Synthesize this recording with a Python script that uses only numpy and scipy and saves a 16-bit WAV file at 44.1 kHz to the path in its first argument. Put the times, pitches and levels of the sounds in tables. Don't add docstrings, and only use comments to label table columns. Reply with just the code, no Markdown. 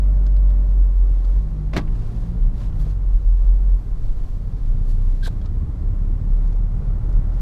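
import sys
import numpy as np
from scipy import signal
from scipy.fft import rfft, irfft, next_fast_len
from scipy.io import wavfile
from scipy.ndimage import map_coordinates

SR = 44100
rng = np.random.default_rng(int(sys.argv[2]) if len(sys.argv) > 2 else 0)


def dump(signal):
    limited = np.clip(np.atleast_2d(signal).T, -1, 1)
    pcm = np.round(limited * 32767).astype(np.int16)
    wavfile.write(sys.argv[1], SR, pcm)


N = 326781


def amp(db):
    return 10 ** (np.asarray(db) / 20)


def unit(x):
    return x / np.sqrt(np.mean(x ** 2) + 1e-20)


def along(points, hz):
    f, db = np.transpose(points)
    return np.interp(np.log(hz + 1), np.log(f + 1), db)


def curves(rows):
    s, *cols = np.transpose(rows)
    return [np.interp(np.arange(N) / SR, s, c) for c in cols]


def swells(rows):
    t = np.arange(N) / SR
    return np.sqrt(sum(amp(db) ** 2 * np.exp(-((t - s) / half) ** 2) for s, db, half in rows))


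def wobble(rate):
    return map_coordinates(rng.standard_normal(int(N * rate / SR) + 4), [np.arange(N) * rate / SR])


def filtered(x, response):
    m = next_fast_len(N + SR // 2)
    return irfft(rfft(x, m) * response(np.fft.rfftfreq(m, 1 / SR)), m)[:N]


def coloured(x, points):
    return unit(filtered(x, lambda hz: amp(along(points, hz))))


def noise(points):
    return coloured(rng.standard_normal(N), points)


def grains(points):
    return coloured(rng.standard_normal(N) * amp(2.5 * wobble(1500)), points)


def add(track, s, sound):
    part = track[round(s * SR):][:len(sound)]
    part += sound[:len(part)]


def hollow(x):
    # centre in Hz, width in Hz, lift in dB.
    resonances = [(270, 58, 2), (461, 18, 3), (588, 46, 4), (744, 69, 3), (820, 45, 2.5), (1045, 87, 3),
                  (1380, 78, 2), (2030, 180, 2)]
    lift_db = lambda f: sum(db / (1 + (2 * (f - hz) / width) ** 2) for hz, width, db in resonances)
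    return filtered(x, lambda f: amp(lift_db(f)))


def echo(x):
    # frequency in Hz, relative level in dB.
    colour = [(100, -14), (280, 1.5), (650, -6.5), (1150, -2), (2200, -19), (5000, -12), (15000, -26)]
    wet_db, t60_s = -13.5, 0.24
    t = np.arange(SR // 3) / SR
    tail = rng.standard_normal(len(t)) * amp(-60 * t / t60_s) * (1 - np.exp(-t / 0.011))
    wet = signal.fftconvolve(x, tail / np.linalg.norm(tail))[:N]
    return x + filtered(wet, lambda hz: amp(wet_db + along(colour, hz)))


def road(firing_phase):
    # time in seconds, drone in dB, roar in dB.
    tyre_levels = [(0, -34, -48.5), (1.1, -39, -48), (1.65, -38, -48), (1.9, -34, -47), (2.85, -31, -48),
                   (3.05, -35, -50), (3.6, -37, -48.5), (4.45, -31.5, -50), (5.7, -30, -48.5),
                   (6.3, -30, -48.5), (7.41, -29, -47.5)]
    # time in seconds, level in dB.
    shake_levels = [(0, -31), (1.4, -26.5), (2.1, -23.5), (3.68, -20), (3.84, -36), (3.95, -24.5),
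                    (4.8, -27.5), (6.0, -24.5), (7.41, -21)]
    # centre in seconds, level in dB, half length in seconds.
    jolts = [(1.93, -21.5, 0.052), (2.45, -14, 0.03), (2.77, -15, 0.058), (7.15, -19.5, 0.026)]
    # frequency in Hz, relative level in dB.
    shake_colour = [(8, -30), (17, -5), (24, -4), (33, 0), (43, -1), (55, -14), (75, -40), (200, -140)]
    drone_colour = [(32, -24), (55, -3.5), (59, -6), (86, 1), (110, -3), (209, -16), (231, -20),
                    (307, -29.5), (336, -31), (400, -28.5), (520, -37), (880, -120)]
    roar_colour = [(180, -8.5), (300, -3), (400, -7.5), (520, -10), (650, -14), (900, -16.5), (1100, -17),
                   (1400, -22), (2000, -27.5), (2600, -33), (4000, -35), (7000, -41), (11500, -44),
                   (14000, -51.5), (15500, -65.5)]
    bounce_hz, throb_depth = 33.9, 0.3
    drone_db, roar_db = curves(tyre_levels)
    shake = amp(curves(shake_levels)[0]) * noise(shake_colour)
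    heave = swells(jolts) * np.sqrt(2) * np.sin(2 * np.pi * bounce_hz * np.arange(N) / SR + wobble(6.7))
    throb = unit(1 + throb_depth * np.cos(firing_phase))
    drone = amp(drone_db + 0.9 * wobble(9.9)) * throb * noise(drone_colour)
    roar = amp(roar_db + 0.61 * wobble(9.2)) * noise(roar_colour)
    return shake + heave + hollow(drone + roar)


def trim_ticks():
    # start in seconds, relative level in dB, pitch in Hz, share of clean ring (0-1), tap in dB.
    ticks = [(0.2644, -43, 4370, 0.05, -50.5), (0.3654, -49, 3600, 0.07, -51.5),
             (0.5018, -51.5, 3470, 0.17, -49.5), (1.2464, -49, 4196, 0.03, -51),
             (1.876, -46, 2300, 0.3, -48), (2.425, -52, 3020, .02, -54), (2.7244, -49.5, 2600, .02, -50),
             (2.799, -49, 3450, 0.5, -56), (2.867, -31, 423, 0.72, -57), (3.476, -55, 3199, 0.12, -55),
             (5.414, -48.5, 3298, 0.32, -49.5), (5.4574, -46, 4100, 0.04, -53),
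             (5.461, -46, 1230, 0.7, -54), (6.457, -55, 4500, .02, -58), (6.475, -53, 4600, .02, -58),
             (6.526, -53, 4628, .02, -60), (6.559, -57, 5500, 0.1, -58), (7.094, -54, 5351, .02, -58),
             (7.126, -53, 5000, .02, -58)]
    spread, tick_t60_s = 1.39, 0.042
    panel_hz, panel_t60_s = (650, 1500), 0.063
    t = np.arange(SR // 12) / SR
    attack = 1 - np.exp(-t / 0.00058)

    def burst(edges_hz):
        b, a = signal.butter(2, edges_hz, "bandpass", fs=SR)
        return unit(signal.lfilter(b, a, rng.standard_normal(len(t))))

    track = np.zeros(N)
    for s, db, hz, share, tap_db in ticks:
        snap = np.sqrt(1 - share) * burst([hz / spread, hz * spread])
        ring = np.sqrt(2 * share) * np.sin(2 * np.pi * hz * t)
        tick = amp(db - 4.5 - 60 * t / tick_t60_s) * (snap + ring)
        tap = amp(tap_db - 60 * t / panel_t60_s) * burst(panel_hz)
        add(track, s, attack * (tick + tap))
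    return track


def palms():
    # centre in seconds, level in dB, half length in seconds, fizz in dB against that level.
    strokes = [(1.298, -65.5, 0.21, -16), (1.96, -63, 0.041, -18), (2.05, -62, .05, -18),
               (2.178, -61, 0.11, -9), (2.62, -57, 0.052, -12), (2.766, -69, 0.023, -1),
               (2.814, -61, 0.02, 1), (2.887, -59.5, .04, -8), (3.27, -67, 0.19, -10.5),
               (3.84, -72, 0.11, 2), (4.061, -63.5, 0.082, -6.5), (4.278, -66.5, 0.13, -2.5),
               (4.653, -65.5, 0.2, -10), (4.907, -62.5, 0.033, 1), (5.18, -63.5, 0.24, -8),
               (7.381, -63.5, 0.045, -15)]
    # frequency in Hz, relative level in dB.
    slide_colour = [(600, -5), (1050, 3), (1600, -0.5), (2300, -1.5), (2900, -0.5), (4200, -1.5),
                    (6000, -5.5), (8000, -9.5), (15000, -22.5)]
    fizz_colour = [(2500, -23), (3900, -2.5), (4400, 10), (5100, -1), (6000, 3.5), (9000, -2), (13000, -1),
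                   (15500, -4)]
    rim_colour = [(300, -18.5), (430, -2.5), (580, 5.5), (760, -8), (1000, -0.5), (1300, -9), (1700, -8),
                  (3000, -23), (8000, -50.5)]
    grip_db, firm_db, rim_db = -73, -56, -54.5
    grip = amp(grip_db + 2 * wobble(7.6))
    rub = np.hypot(swells([row[:3] for row in strokes]), grip)
    fizz = swells([(s, db + fizz_db, half) for s, db, half, fizz_db in strokes])
    rim = amp(rim_db) * (rub / amp(firm_db)) ** 2
    flutter = amp(0.91 * wobble(44))
    return flutter * (rub * grains(slide_colour) + fizz * grains(fizz_colour) + rim * grains(rim_colour))


def rim_creaks():
    # centre in seconds, level in dB, half length in seconds, typical slips per second.
    creaks = [(1.958, -53, .009, 260), (2.14, -58, .025, 110), (2.613, -49.5, .008, 280),
              (2.655, -56, .018, 143.3), (2.818, -56, .006, 280), (2.861, -56, 0.0071, 300),
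              (5.452, -55, .01, 280)]
    # frequency in Hz, width in Hz, relative level in dB.
    modes = [(1050, 190, 4), (1650, 320, -2), (2630, 510, -4), (3900, 760, -4)]
    t = np.arange(SR // 50) / SR
    ring = sum(amp(db) * np.sin(2 * np.pi * hz * t) * np.exp(-np.pi * width * t)
               for hz, width, db in modes)
    rate, = curves([(s, per_s) for s, _, _, per_s in creaks])
    slip_count = np.floor(np.cumsum(rate * amp(3 * wobble(200))) / SR)
    slips = np.diff(slip_count, prepend=0)
    return swells([row[:3] for row in creaks]) * unit(signal.fftconvolve(slips, ring)[:N])


def squeak():
    # centre in seconds, level in dB, half length in seconds.
    chirps = [(5.234, -39, 0.0043), (5.247, -50, .005), (5.263, -35, 0.0027), (5.273, -38.5, 0.0035),
              (5.280, -37.5, 0.0035)]
    rips = [(5.271, -46.5, .003), (5.277, -47, 0.0036)]
    # frequency in Hz, relative level in dB.
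    scuff_colour = [(350, -40), (620, -16), (866, -24), (1230, -22), (1600, 1), (2050, -16), (2400, -9),
                    (2750, -16), (3200, -5), (3900, -0.5), (5000, -10), (6200, -17), (8520, -17),
                    (15500, -28)]
    rip_colour = [(2500, -25), (4300, 0), (6200, -5), (8400, 2), (10500, -6), (15000, -7)]
    start_s, stop_s, brake_length_s = 5.224, 5.279, 0.018
    slip_hz, stall_hz = 1590, 737
    scuff_db, rise_db, release_db_per_s = -38, 12.5, 380
    t = np.arange(N) / SR
    brake_at_s = stop_s - brake_length_s
    brake = np.clip((t - brake_at_s) / brake_length_s, 0, 1)
    pitch_hz = slip_hz + (stall_hz - slip_hz) * brake ** 2
    jitter = (0.008 + 0.45 * brake) * wobble(1500)
    phase = 2 * np.pi * np.cumsum(pitch_hz * (1 + jitter)) / SR
    roughness = amp(brake * (4 * wobble(900) - 1.5))
    tone = np.sqrt(2) * (np.sin(phase) + amp(-14) * np.sin(2 * phase)) * roughness
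    build_db = np.interp(t, [start_s, brake_at_s], [-rise_db, 0])
    release_db = release_db_per_s * np.maximum(t - brake_at_s, 0)
    contact = np.clip((t - start_s) / 0.0073, 0, 1) * np.exp(-np.maximum(t - stop_s, 0) / 0.012)
    scuff = contact * amp(scuff_db + build_db - release_db) * grains(scuff_colour)
    return swells(chirps) * tone + scuff + swells(rips) * grains(rip_colour)


def clack():
    # start in seconds, relative level in dB, low knock in dB against that level.
    contacts = [(1.7309, -34, -3), (1.734, -29.5, -2), (1.743, -35.5, 6.5), (1.751, -37, 8.5),
                (1.758, -32, 8), (1.7638, -18, 2), (1.769, -26.5, 3.5), (1.7741, -21, 4.5),
                (1.7803, -30, 1.5), (1.789, -33, 8), (1.81, -41.5, 1.5)]
    # frequency in Hz, relative level in dB, seconds to fall 60 dB.
    clack_tones = [(342, -13, .09), (622, -3, 0.065), (803, -5, 0.058), (1010, -13, .06), (1143, -19, 0.24),
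                   (1530, -15, 0.05), (1970, -8, 0.035), (2100, -10, 0.05), (2370, -9, 0.034),
                   (2710, -8, 0.035), (3650, -17, 0.077), (4000, -17, 0.055), (4790, -23, 0.05),
                   (5370, -23, .05)]
    # frequency in Hz, width in Hz, relative level in dB.
    console_modes = [(104, 34, 5), (181, 56, 3.5), (262.5, 48, 5), (343, 66, 4), (392, 90, 2),
                     (457, 36, -8), (610, 50, -7)]
    # frequency in Hz, relative level in dB.
    rattle_colour = [(290, -3.5), (480, -7), (620, 3.5), (800, 3), (1400, -0.5), (1750, -2), (2000, -2),
                     (2650, -6), (3000, -12), (4130, -14), (5500, -26), (7450, -26), (15500, -51)]
    crack_colour = [(1500, -21), (3000, -1.5), (4100, 0), (5500, -5.5), (7450, -17), (12000, -23),
                    (15500, -27)]
    rattle_t60_s, crack_db, crack_growth = 0.063, -32, 1.13
    t = np.arange(SR // 4) / SR
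    power, tones, blows = np.zeros((3, N))
    for s, db, knock_db in contacts:
        rise = amp(db) * (1 - np.exp(-t / 0.00077))
        sines = sum(amp(level - 60 * t / t60) * np.sin(2 * np.pi * (hz * t + rng.random()))
                    for hz, level, t60 in clack_tones)
        add(power, s, (rise * amp(-60 * t / rattle_t60_s)) ** 2)
        add(tones, s, amp(-6) * rise * sines)
        add(blows, s, amp([db + knock_db]))
    force = np.sqrt(power)
    crack = amp(crack_db) * (force / force.max()) ** crack_growth * grains(crack_colour)
    console = sum(amp(db) * np.sin(2 * np.pi * hz * t) * np.exp(-np.pi * width * t) * (-1) ** k
                  for k, (hz, width, db) in enumerate(console_modes))
    rattle = amp(-2) * force * grains(rattle_colour)
    knock = amp(-2) * signal.fftconvolve(blows, console)[:N]
    return echo(rattle + tones + knock) + crack


def engine(firing_hz, phase):
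    # time
    # in seconds, level in dB.
    boom_levels = [(0, -14.5), (0.55, -13.5), (1.07, -11.5), (1.2, -17), (1.38, -13.5), (1.48, -26),
                   (1.75, -23), (2.0, -34.5), (2.2, -31), (2.6, -33), (2.98, -22), (3.1, -15.5),
                   (3.74, -13.5), (3.84, -31), (3.92, -22), (4.53, -24.5), (4.65, -18), (5.1, -15),
                   (5.3, -20), (5.46, -25.5), (6.35, -16), (6.95, -23.5), (7.41, -16.5)]
    whine_levels = [(0, -56.5), (0.6, -52.5), (0.85, -63), (3.6, -72), (4.0, -93)]
    rasp_levels = [(0, -58), (0.8, -62), (1.25, -71), (5.6, -67), (6.3, -63.5), (6.8, -55.5), (7.41, -53.5)]
    # centre in seconds, dB, half length in seconds.
    shudder = [(4.12, -21.5, 0.18)]
    # time in seconds, then second, third and higher harmonics in dB.
    hum_levels = [(0, -34, -36.5, -38.5), (0.6, -49.5, -44.5, -40.5), (1.2, -44, -51.5, -47.5),
                  (1.47, -33, -33, -38), (1.8, -35.5, -33.5, -39.5), (1.98, -33.5, -37, -39),
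                  (2.1, -37.5, -50.5, -39.5), (2.28, -35, -31.5, -37), (2.45, -31.5, -42, -43.5),
                  (2.64, -38, -45, -40.5), (2.8, -36.5, -32.5, -51), (3.03, -35, -39.5, -50),
                  (3.15, -39.5, -51, -46), (3.9, -42.5, -41.5, -45), (4.7, -45, -37, -46),
                  (5.15, -44, -37, -43), (5.6, -29.5, -40, -37), (6.3, -39.5, -40.5, -40),
                  (7.41, -36.5, -35, -39.5)]
    # multiple of the firing rate, relative level in dB.
    overtones = [(3.5, -11.5), (4, -3), (5, -10), (6, -10.5), (7, -12), (8, -14), (9, -11), (10, -17)]
    # frequency in Hz, gain in dB.
    cabin = [(100, -7), (128, -9), (149, -0.5), (164, -4.5), (173, -2.5), (186, 1), (205, -1.5), (230, -11),
             (280, -5), (340, -11), (385, -4.5), (420, -13.5), (600, -19.5)]
    rasp_colour = [(250, -20.5), (480, 4), (800, -1.5), (1100, -5.5), (1370, -3.5), (1600, -12.5),
                   (2100, -15), (2700, -28.5), (6000, -53)]
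    whine_order, rasp_throb_depth = 12.95, 0.38

    def partial(order, waver_db):
        return np.sqrt(2) * np.sin(order * phase + rng.uniform(0, 2 * np.pi)) * amp(waver_db * wobble(12))

    second_db, third_db, buzz_db = curves(hum_levels)
    boom = amp(curves(boom_levels)[0]) * partial(1, waver_db=1.2)
    rocking = swells(shudder) * partial(0.5, waver_db=1.2)
    hum = amp(second_db) * partial(2, waver_db=1.4) + amp(third_db) * partial(3, waver_db=1.4)
    buzz = amp(buzz_db) * sum(amp(db + along(cabin, order * firing_hz)) * partial(order, waver_db=3)
                              for order, db in overtones)
    labour = np.interp(firing_hz, [32, 46], [1, 0.22])
    uneven = amp(labour * (3 * wobble(45) + 4 * np.cos(phase / 2)))
    whine_gain = amp(curves(whine_levels)[0] + 1.5 * wobble(30))
    whine_slip = 0.9 * wobble(45)
    whine = whine_gain * np.sqrt(2) * np.sin(whine_order * phase + whine_slip)
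    throb = unit(1 + rasp_throb_depth * np.cos(phase))
    rasp = amp(curves(rasp_levels)[0]) * throb * noise(rasp_colour)
    return boom + rocking + uneven * (hum + buzz + whine) + hollow(rasp)


def scene():
    # time in seconds, firing rate in Hz.
    revs = [(0, 47), (0.8, 45.36), (1.25, 42.77), (1.48, 50.02), (1.68, 48.88), (2.0, 54.39), (2.35, 57.13),
            (2.7, 52.58), (3.05, 43.45), (3.3, 41.4), (3.68, 43.97), (4.3, 29.15), (4.6, 28.96),
            (5.7, 33.6), (7.41, 39.4)]
    firing_hz, = curves(revs)
    phase = 2 * np.pi * np.cumsum(firing_hz) / SR
    car = engine(firing_hz, phase) + road(phase)
    hands = palms() + rim_creaks() + squeak()
    return (car + hands + clack() + trim_ticks())[None]


def record(dry):
    top_hz = 15300
    return filtered(dry[0], lambda hz: 1 / (1 + (hz / top_hz) ** 120))[None]


dry = scene()
out = record(dry)
dump(out)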